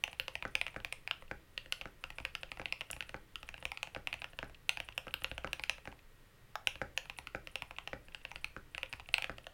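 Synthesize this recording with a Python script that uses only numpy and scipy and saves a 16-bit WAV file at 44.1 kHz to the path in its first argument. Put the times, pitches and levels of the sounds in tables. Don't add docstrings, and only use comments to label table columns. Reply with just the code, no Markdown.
import sys
import numpy as np
from scipy import signal
from scipy.fft import rfft, irfft
from scipy.io import wavfile

SR = 44100
rng = np.random.default_rng(int(sys.argv[2]) if len(sys.argv) > 2 else 0)


def to_wav(sig):
    pcm = np.clip(np.atleast_2d(sig), -1, 1) * 32767
    pcm = np.round(pcm).astype(np.int16)
    wavfile.write(sys.argv[1], SR, pcm.T)


N = 420273

# start_s, cap_db, cap_hz, plate_db
KEY_STROKES = [(0.0386, -27.5, 2710, -42.5), (0.0782, -44.5, 2630, -48.5), (0.13, -46.0, 2550, -53),
               (0.1981, -30, 2820, -49.5), (0.2812, -36.5, 2630, -45), (0.354, -33.5, 2530, -45.5),
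               (0.4249, -37.5, 2440, -44.5), (0.553, -25.5, 2490, -40.5), (0.6139, -28.5, 2460, -42.5),
               (0.6659, -36.5, 2570, -51.5), (0.6807, -43.5, 2450, -57), (0.7434, -52, 2300, -54.0),
               (0.802, -51.5, 2660, -56), (0.8475, -35, 2530, -47.5), (0.9252, -35.5, 2530, -48),
               (1.0756, -35.5, 2490, -49), (1.1111, -29, 2770, -44.5), (1.223, -57.5, 2680, -56),
               (1.5776, -33.5, 2790, -54.5), (1.6597, -57, 2750, -59), (1.7237, -28.5, 2760, -51),
               (1.8124, -40.5, 2580, -50), (1.8174, -50, 2700, -55), (2.0395, -37, 2670, -50),
               (2.1034, -43.5, 2540, -52), (2.1843, -40, 2430, -48.5), (2.2011, -48.0, 2440, -50),
               (2.251, -32, 2560, -48.5), (2.3514, -35, 2770, -53), (2.4324, -40, 2660, -49),
               (2.5174, -39, 2560, -52.5), (2.5726, -52.5, 2680, -53), (2.616, -48.5, 2550, -48),
               (2.657, -34.5, 2670, -49), (2.7244, -30.5, 2620, -44.5), (2.8091, -37.5, 2700, -50),
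               (2.8151, -42.5, 2610, -49.5), (2.903, -44, 2780, -50.5), (2.9308, -38.5, 2520, -53.5),
               (2.9648, -49.5, 2430, -51), (3.0067, -35.0, 2680, -57), (3.0246, -42.5, 2550, -56),
               (3.093, -45, 2600, -54.5), (3.3567, -38, 2820, -61), (3.4302, -46, 2660, -55),
               (3.4895, -41.5, 2500, -51), (3.5417, -44, 2690, -53), (3.579, -51.5, 2750, -58),
               (3.626, -49.5, 2700, -50), (3.6535, -31.5, 2550, -44.5), (3.7179, -36.5, 2310, -42),
               (3.7736, -38.5, 2530, -58), (3.83, -33, 2580, -45.5), (3.8727, -47, 2520, -52),
               (3.9484, -42.5, 2550, -47), (4.0724, -32.5, 2610, -46), (4.1286, -34, 2580, -50),
               (4.1406, -37, 2570, -47.5), (4.2189, -40.5, 2520, -48.5), (4.2429, -38.5, 2770, -49),
               (4.333, -57, 2680, -58), (4.389, -38, 2660, -42.5), (4.497, -64, 2720, -61),
               (4.6929, -24, 2610, -41.0), (4.7723, -37, 2500, -46.5), (4.802, -36.5, 2680, -45.5),
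               (4.8875, -44, 2720, -50.5), (4.9786, -31.5, 2670, -45.5), (5.0811, -46, 2680, -54),
               (5.1401, -32.0, 2720, -47), (5.22, -50, 2830, -56), (5.2447, -31.5, 2750, -42.5),
               (5.3145, -40.5, 2680, -47.5), (5.3798, -39.5, 2700, -46.5), (5.4739, -46, 2740, -47.5),
               (5.5311, -31.5, 2630, -47), (5.5958, -41.5, 2380, -44.5), (5.637, -34.5, 2460, -54),
               (5.696, -26.5, 2640, -43), (5.782, -54, 2380, -55), (5.8547, -50.5, 2580, -54.0),
               (5.9252, -62, 2550, -52), (6.672, -24.0, 2650, -41), (6.7559, -46.5, 2520, -54),
               (6.976, -28.5, 2640, -43.5), (7.0558, -52.5, 2570, -59), (7.098, -38.5, 2570, -51.5),
               (7.1867, -42, 2540, -46.5), (7.2712, -41.5, 2550, -56), (7.4722, -42, 2720, -54.5),
               (7.5564, -33.5, 2680, -45), (7.6214, -38.5, 2500, -45), (7.7093, -46.5, 2550, -48.0),
               (7.7852, -40, 2770, -45), (7.8748, -38, 2780, -45.5), (8.084, -54.5, 2580, -63),
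               (8.1471, -40, 2740, -56), (8.251, -39, 2640, -51), (8.3156, -44.5, 2430, -48.0),
               (8.3589, -41.5, 2710, -55), (8.4443, -32.5, 2480, -50), (8.7481, -39, 2530, -55),
               (8.7798, -37.5, 2680, -48), (8.8313, -33.5, 2630, -46.5), (8.9277, -38.5, 2620, -53),
               (8.9356, -40.5, 2520, -48), (8.9977, -51, 2560, -50.5), (9.0888, -46, 2600, -54),
               (9.141, -22, 2590, -39.5), (9.182, -30.5, 2400, -38), (9.2227, -34, 2500, -49),
               (9.2432, -34.0, 2620, -48.5), (9.3828, -47.5, 2720, -53), (9.468, -45.5, 2770, -48)]
# start_s, knock_db
SPACE_STROKES = [(0.4523, -35), (0.763, -38), (1.313, -36), (1.8564, -42), (2.5973, -39.5), (3.1439, -38.5),
                 (3.9631, -39), (4.429, -38), (5.0696, -44.5), (5.4455, -35), (5.875, -41), (6.8163, -32.5),
                 (7.3486, -35.0), (7.9319, -37.0), (8.565, -41.5), (9.2961, -37.5)]
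# pitch_hz, width_hz, relative_db
STEM_TONES = [(4000, 710, 4), (4960, 730, 6.5), (8700, 880, -3), (13700, 2300, -14)]
TYPICAL_DB, TYPICAL_HZ = -38, 2527


def from_db(db):
    return 10 ** (np.asarray(db) / 20)


def at_hz(points, hz):
    pitches, values = np.transpose(points)
    return np.interp(np.log(hz), np.log(pitches), values)


def add(track, start_s, sound):
    i = max(0, round(start_s * SR))
    track[i:i + len(sound)] += sound[:max(0, len(track) - i)]


def resonate(x, hz, width_hz):
    decay = np.exp(-np.pi * width_hz / SR)
    feedback = [1, -2 * decay * np.cos(2 * np.pi * hz / SR), decay * decay]
    return signal.lfilter(np.array([1, 0, -1]) * (1 - decay * decay) / 2, feedback, x)


def keep_side(x, hz, side, order=2):
    return signal.sosfilt(signal.butter(order, hz, side, fs=SR, output="sos"), x)


def click(samples):
    return signal.unit_impulse(samples) + 1e-18


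def contact(rattle_s, rattle_db):
    t = np.arange(2048) / SR
    return click(len(t)) + from_db(rattle_db) * rng.standard_normal(len(t)) * np.exp(-t / rattle_s)


def struck(tones, force, detune):
    return sum(from_db(db) * resonate(force, hz * np.exp(detune * rng.standard_normal()), width_hz)
               for hz, width_hz, db in tones)


def at_level(x, db, stroke_s=0.005):
    return from_db(db) * x * np.sqrt(stroke_s * SR / np.sum(x * x))


def room_air(level_db):
    # pitch_hz, relative_db
    colour = [(22, 1), (45, -20), (75, -18), (115, -13.5), (230, -27.5), (480, -26), (750, -34.5),
              (1100, -30.5), (1900, -32), (3000, -35), (6000, -44.5), (15500, -45)]
    hz = np.maximum(np.arange(N // 2 + 1) * SR / N, 1)
    noise = irfft(rfft(rng.standard_normal(N)) * from_db(at_hz(colour, hz)), N)
    noise = keep_side(noise, 15.7, "high")
    return from_db(level_db) * noise / noise.std()


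def computer_whine():
    # pitch_hz, level_db
    tones = [(1890, -79.5), (8958, -105)]
    return sum(from_db(db) * np.sqrt(2) * np.sin(2 * np.pi * hz * np.arange(N) / SR) for hz, db in tones)


def fingertips(brush_db, nudge_db):
    out = np.zeros(N)
    for start_s, _, cap_hz, _ in KEY_STROKES:
        before_s, after_s = rng.uniform(0.0049, 0.045), rng.uniform(0.013, 0.079)
        brush_chance_db, nudge_chance_db = 5.3 * rng.standard_normal(2)
        hiss = resonate(resonate(contact(rattle_s=0.015, rattle_db=7), 9900, 1810), 8800, 2800)
        wobble = resonate(resonate(contact(rattle_s=0.0033, rattle_db=-17), cap_hz, 350), cap_hz, 2500)
        add(out, start_s - before_s, at_level(hiss, brush_db + brush_chance_db))
        add(out, start_s + after_s, at_level(wobble, nudge_db + nudge_chance_db))
    return out


def key_clack(cap_db, cap_hz, plate_db, plate_hz, housing_db, stem_db):
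    # pitch_hz, width_hz, relative_db
    housing_tones = [(1460, 200, 0.5), (1780, 235, 5)]
    cap = resonate(resonate(contact(rattle_s=0.0014, rattle_db=-26.5), cap_hz, 400), cap_hz, 1220)
    plate = resonate(resonate(contact(rattle_s=0.0023, rattle_db=-16), plate_hz, 310), plate_hz, 1230)
    plate = at_level(keep_side(plate, 340, "high", order=4), plate_db)
    housing = struck(housing_tones, contact(rattle_s=0.0017, rattle_db=-5), detune=0.075)
    housing = at_level(keep_side(housing, 600, "high"), housing_db)
    stem = struck(STEM_TONES, contact(rattle_s=0.00083, rattle_db=-10), detune=0.084)
    stem = at_level(keep_side(stem, 2820, "high", order=4), stem_db)
    return at_level(cap, cap_db) + plate - housing + stem


def letter_key(cap_db, cap_hz, plate_db):
    harder_db, higher_hz = cap_db - TYPICAL_DB, cap_hz - TYPICAL_HZ
    housing_chance_db, stem_chance_db = 1.5 * rng.standard_normal(2)
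    plate_hz = 744 - 0.62 * higher_hz + 45 * rng.standard_normal()
    housing_db = -46.5 + 0.59 * harder_db + 0.0076 * higher_hz + housing_chance_db
    stem_db = -52.5 + 1.22 * harder_db + stem_chance_db
    return key_clack(cap_db, cap_hz, plate_db, plate_hz, housing_db, stem_db)


def typing(zone_count):
    zones = np.zeros((zone_count, N))
    for k, (start_s, *key) in enumerate(KEY_STROKES):
        add(zones[k % zone_count], start_s, letter_key(*key))
    return zones


def case_ring(keyboard):
    # pitch_hz, width_hz, relative_db
    case_tones = [(525.7, 27, 5), (678, 41, -12.5), (805.5, 11, -10.5), (1090, 10, -20), (1328, 9.9, -1),
                  (1455, 24, -11.5), (2810, 19, -10)]
    return struck(case_tones, keyboard, detune=0)


def room_echo(x, build_s):
    # pitch_hz, fade_s
    fade_times = [(200, 0.5), (1000, 0.18), (2700, 0.3), (6000, 0.23), (14000, 0.33)]
    # pitch_hz, level_db
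    echo_levels = [(150, -6.5), (600, -6.5), (1300, -6.5), (2700, -13), (5500, -9), (9500, -10.5),
                   (15000, -11.5)]
    t = np.arange(SR // 2) / SR
    borders_hz = np.geomspace(100, 18000, 16)
    noise, tail = rng.standard_normal((2, len(t))), 0
    for k, (low, high) in enumerate(zip(borders_hz, borders_hz[1:])):
        hz = np.sqrt(low * high)
        band = signal.sosfilt(signal.butter(2, [low, high], "band", fs=SR, output="sos"), noise[k % 2])
        band = band * from_db(-60 * t / at_hz(fade_times, hz)) * (1 - np.exp(-t / build_s))
        even_gain = np.sqrt(2 * (high - low) / SR / np.sum(band ** 2))
        tail = tail + band * even_gain * from_db(at_hz(echo_levels, hz))
    return signal.fftconvolve(x, tail)[:N]


def desk_rumble(finger_db, thumb_extra_db):
    # pitch_hz, width_hz, relative_db
    desk_tones = [(40.3, 10, 2), (58.6, 5.4, 7.5), (103.3, 12.2, -2.5), (139.4, 16, -7.5), (172, 27, -32),
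                  (272, 50, -8.5)]
    # time_s, extra_db
    hand_weight = [(0, 1.5), (0.8, -3), (2.3, 1), (3.7, -3), (4.8, 0), (5.25, 4.5), (5.8, -2.5), (7, 0),
                   (9.5, -2)]
    out = np.zeros(N)
    pushes = []
    for start_s, *_ in KEY_STROKES:
        lean_db = np.interp(start_s, *np.transpose(hand_weight))
        pushes.append((start_s, finger_db + lean_db + 4 * rng.standard_normal()))
    pushes += [(start_s, thud_db(knock_db) + thumb_extra_db) for start_s, knock_db in SPACE_STROKES]
    for start_s, db in pushes:
        rumble = keep_side(struck(desk_tones, click(samples=16384), detune=0.072), 241, "low")
        add(out, start_s + 0.00509, at_level(rumble, db))
    return out


def nail_ticks():
    # start_s, level_db, pitch_hz
    ticks = [(0.1986, -47, 13500), (0.9256, -46.5, 8870), (2.9122, -39, 9100), (4.6932, -43.5, 9200),
             (5.1403, -47, 13500), (5.237, -50.5, 10800), (7.187, -55, 9900)]
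    out = np.zeros(N)
    for start_s, db, hz in ticks:
        tick = resonate(contact(rattle_s=0.0014, rattle_db=23), hz, width_hz=1300)
        add(out, start_s, at_level(tick, db))
    return out


def thud_db(knock_db):
    return -46 + 0.56 * (knock_db - TYPICAL_DB)


def space_bar():
    # pitch_hz, width_hz, relative_db
    bar_tones = [(615, 97, 10), (824, 96, 7.5), (1205, 310, 3.5), (1552, 380, 11.5), (2000, 270, 7.5),
                 (2320, 200, 10), (5300, 3900, 2)]
    # pitch_hz, width_hz, relative_db
    thud_tones = [(120, 22, 2), (204, 18, 3), (288, 36, 0.5), (392, 40, 0)]
    out = np.zeros(N)
    for start_s, knock_db in SPACE_STROKES:
        knock = struck(bar_tones, contact(rattle_s=0.0017, rattle_db=-21.5), detune=0.024)
        knock = keep_side(knock, 1880, "low")
        wire = struck(STEM_TONES, contact(rattle_s=0.0029, rattle_db=0), detune=0.049)
        thud = keep_side(struck(thud_tones, click(samples=8192), detune=0.029), 370, "low")
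        add(out, start_s, -at_level(knock, knock_db))
        add(out, start_s + 0.027 * rng.random(), at_level(wire, knock_db - 25))
        add(out, start_s + 0.00574, at_level(thud, thud_db(knock_db)))
    return out


def backspace():
    # cap_db, cap_hz, plate_db, plate_hz, housing_db, stem_db
    wide_key = (-55, 2520, -34, 924, -61, -46)
    return key_clack(*wide_key)


def scene():
    zones = typing(zone_count=4)
    add(zones[0], start_s=6.5555, sound=backspace())
    zones[0] += nail_ticks()
    bar = space_bar()
    keyboard = zones.sum(axis=0) + fingertips(brush_db=-70, nudge_db=-62.5) + bar
    case = from_db(1.5) * case_ring(keyboard)
    echo = sum(room_echo(zone, build_s=0.0004) for zone in zones)
    echo += from_db(1.4) * room_echo(bar, build_s=0.00076)
    desk = desk_rumble(finger_db=-51, thumb_extra_db=2)
    background = room_air(level_db=-59.5) + computer_whine()
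    return (keyboard + case + echo + desk + background)[None]


def record(dry):
    cutoff_hz = 16300
    return signal.sosfilt(signal.ellip(10, 0.2, 70, cutoff_hz, fs=SR, output="sos"), dry)


dry = scene()
out = record(dry)
to_wav(out)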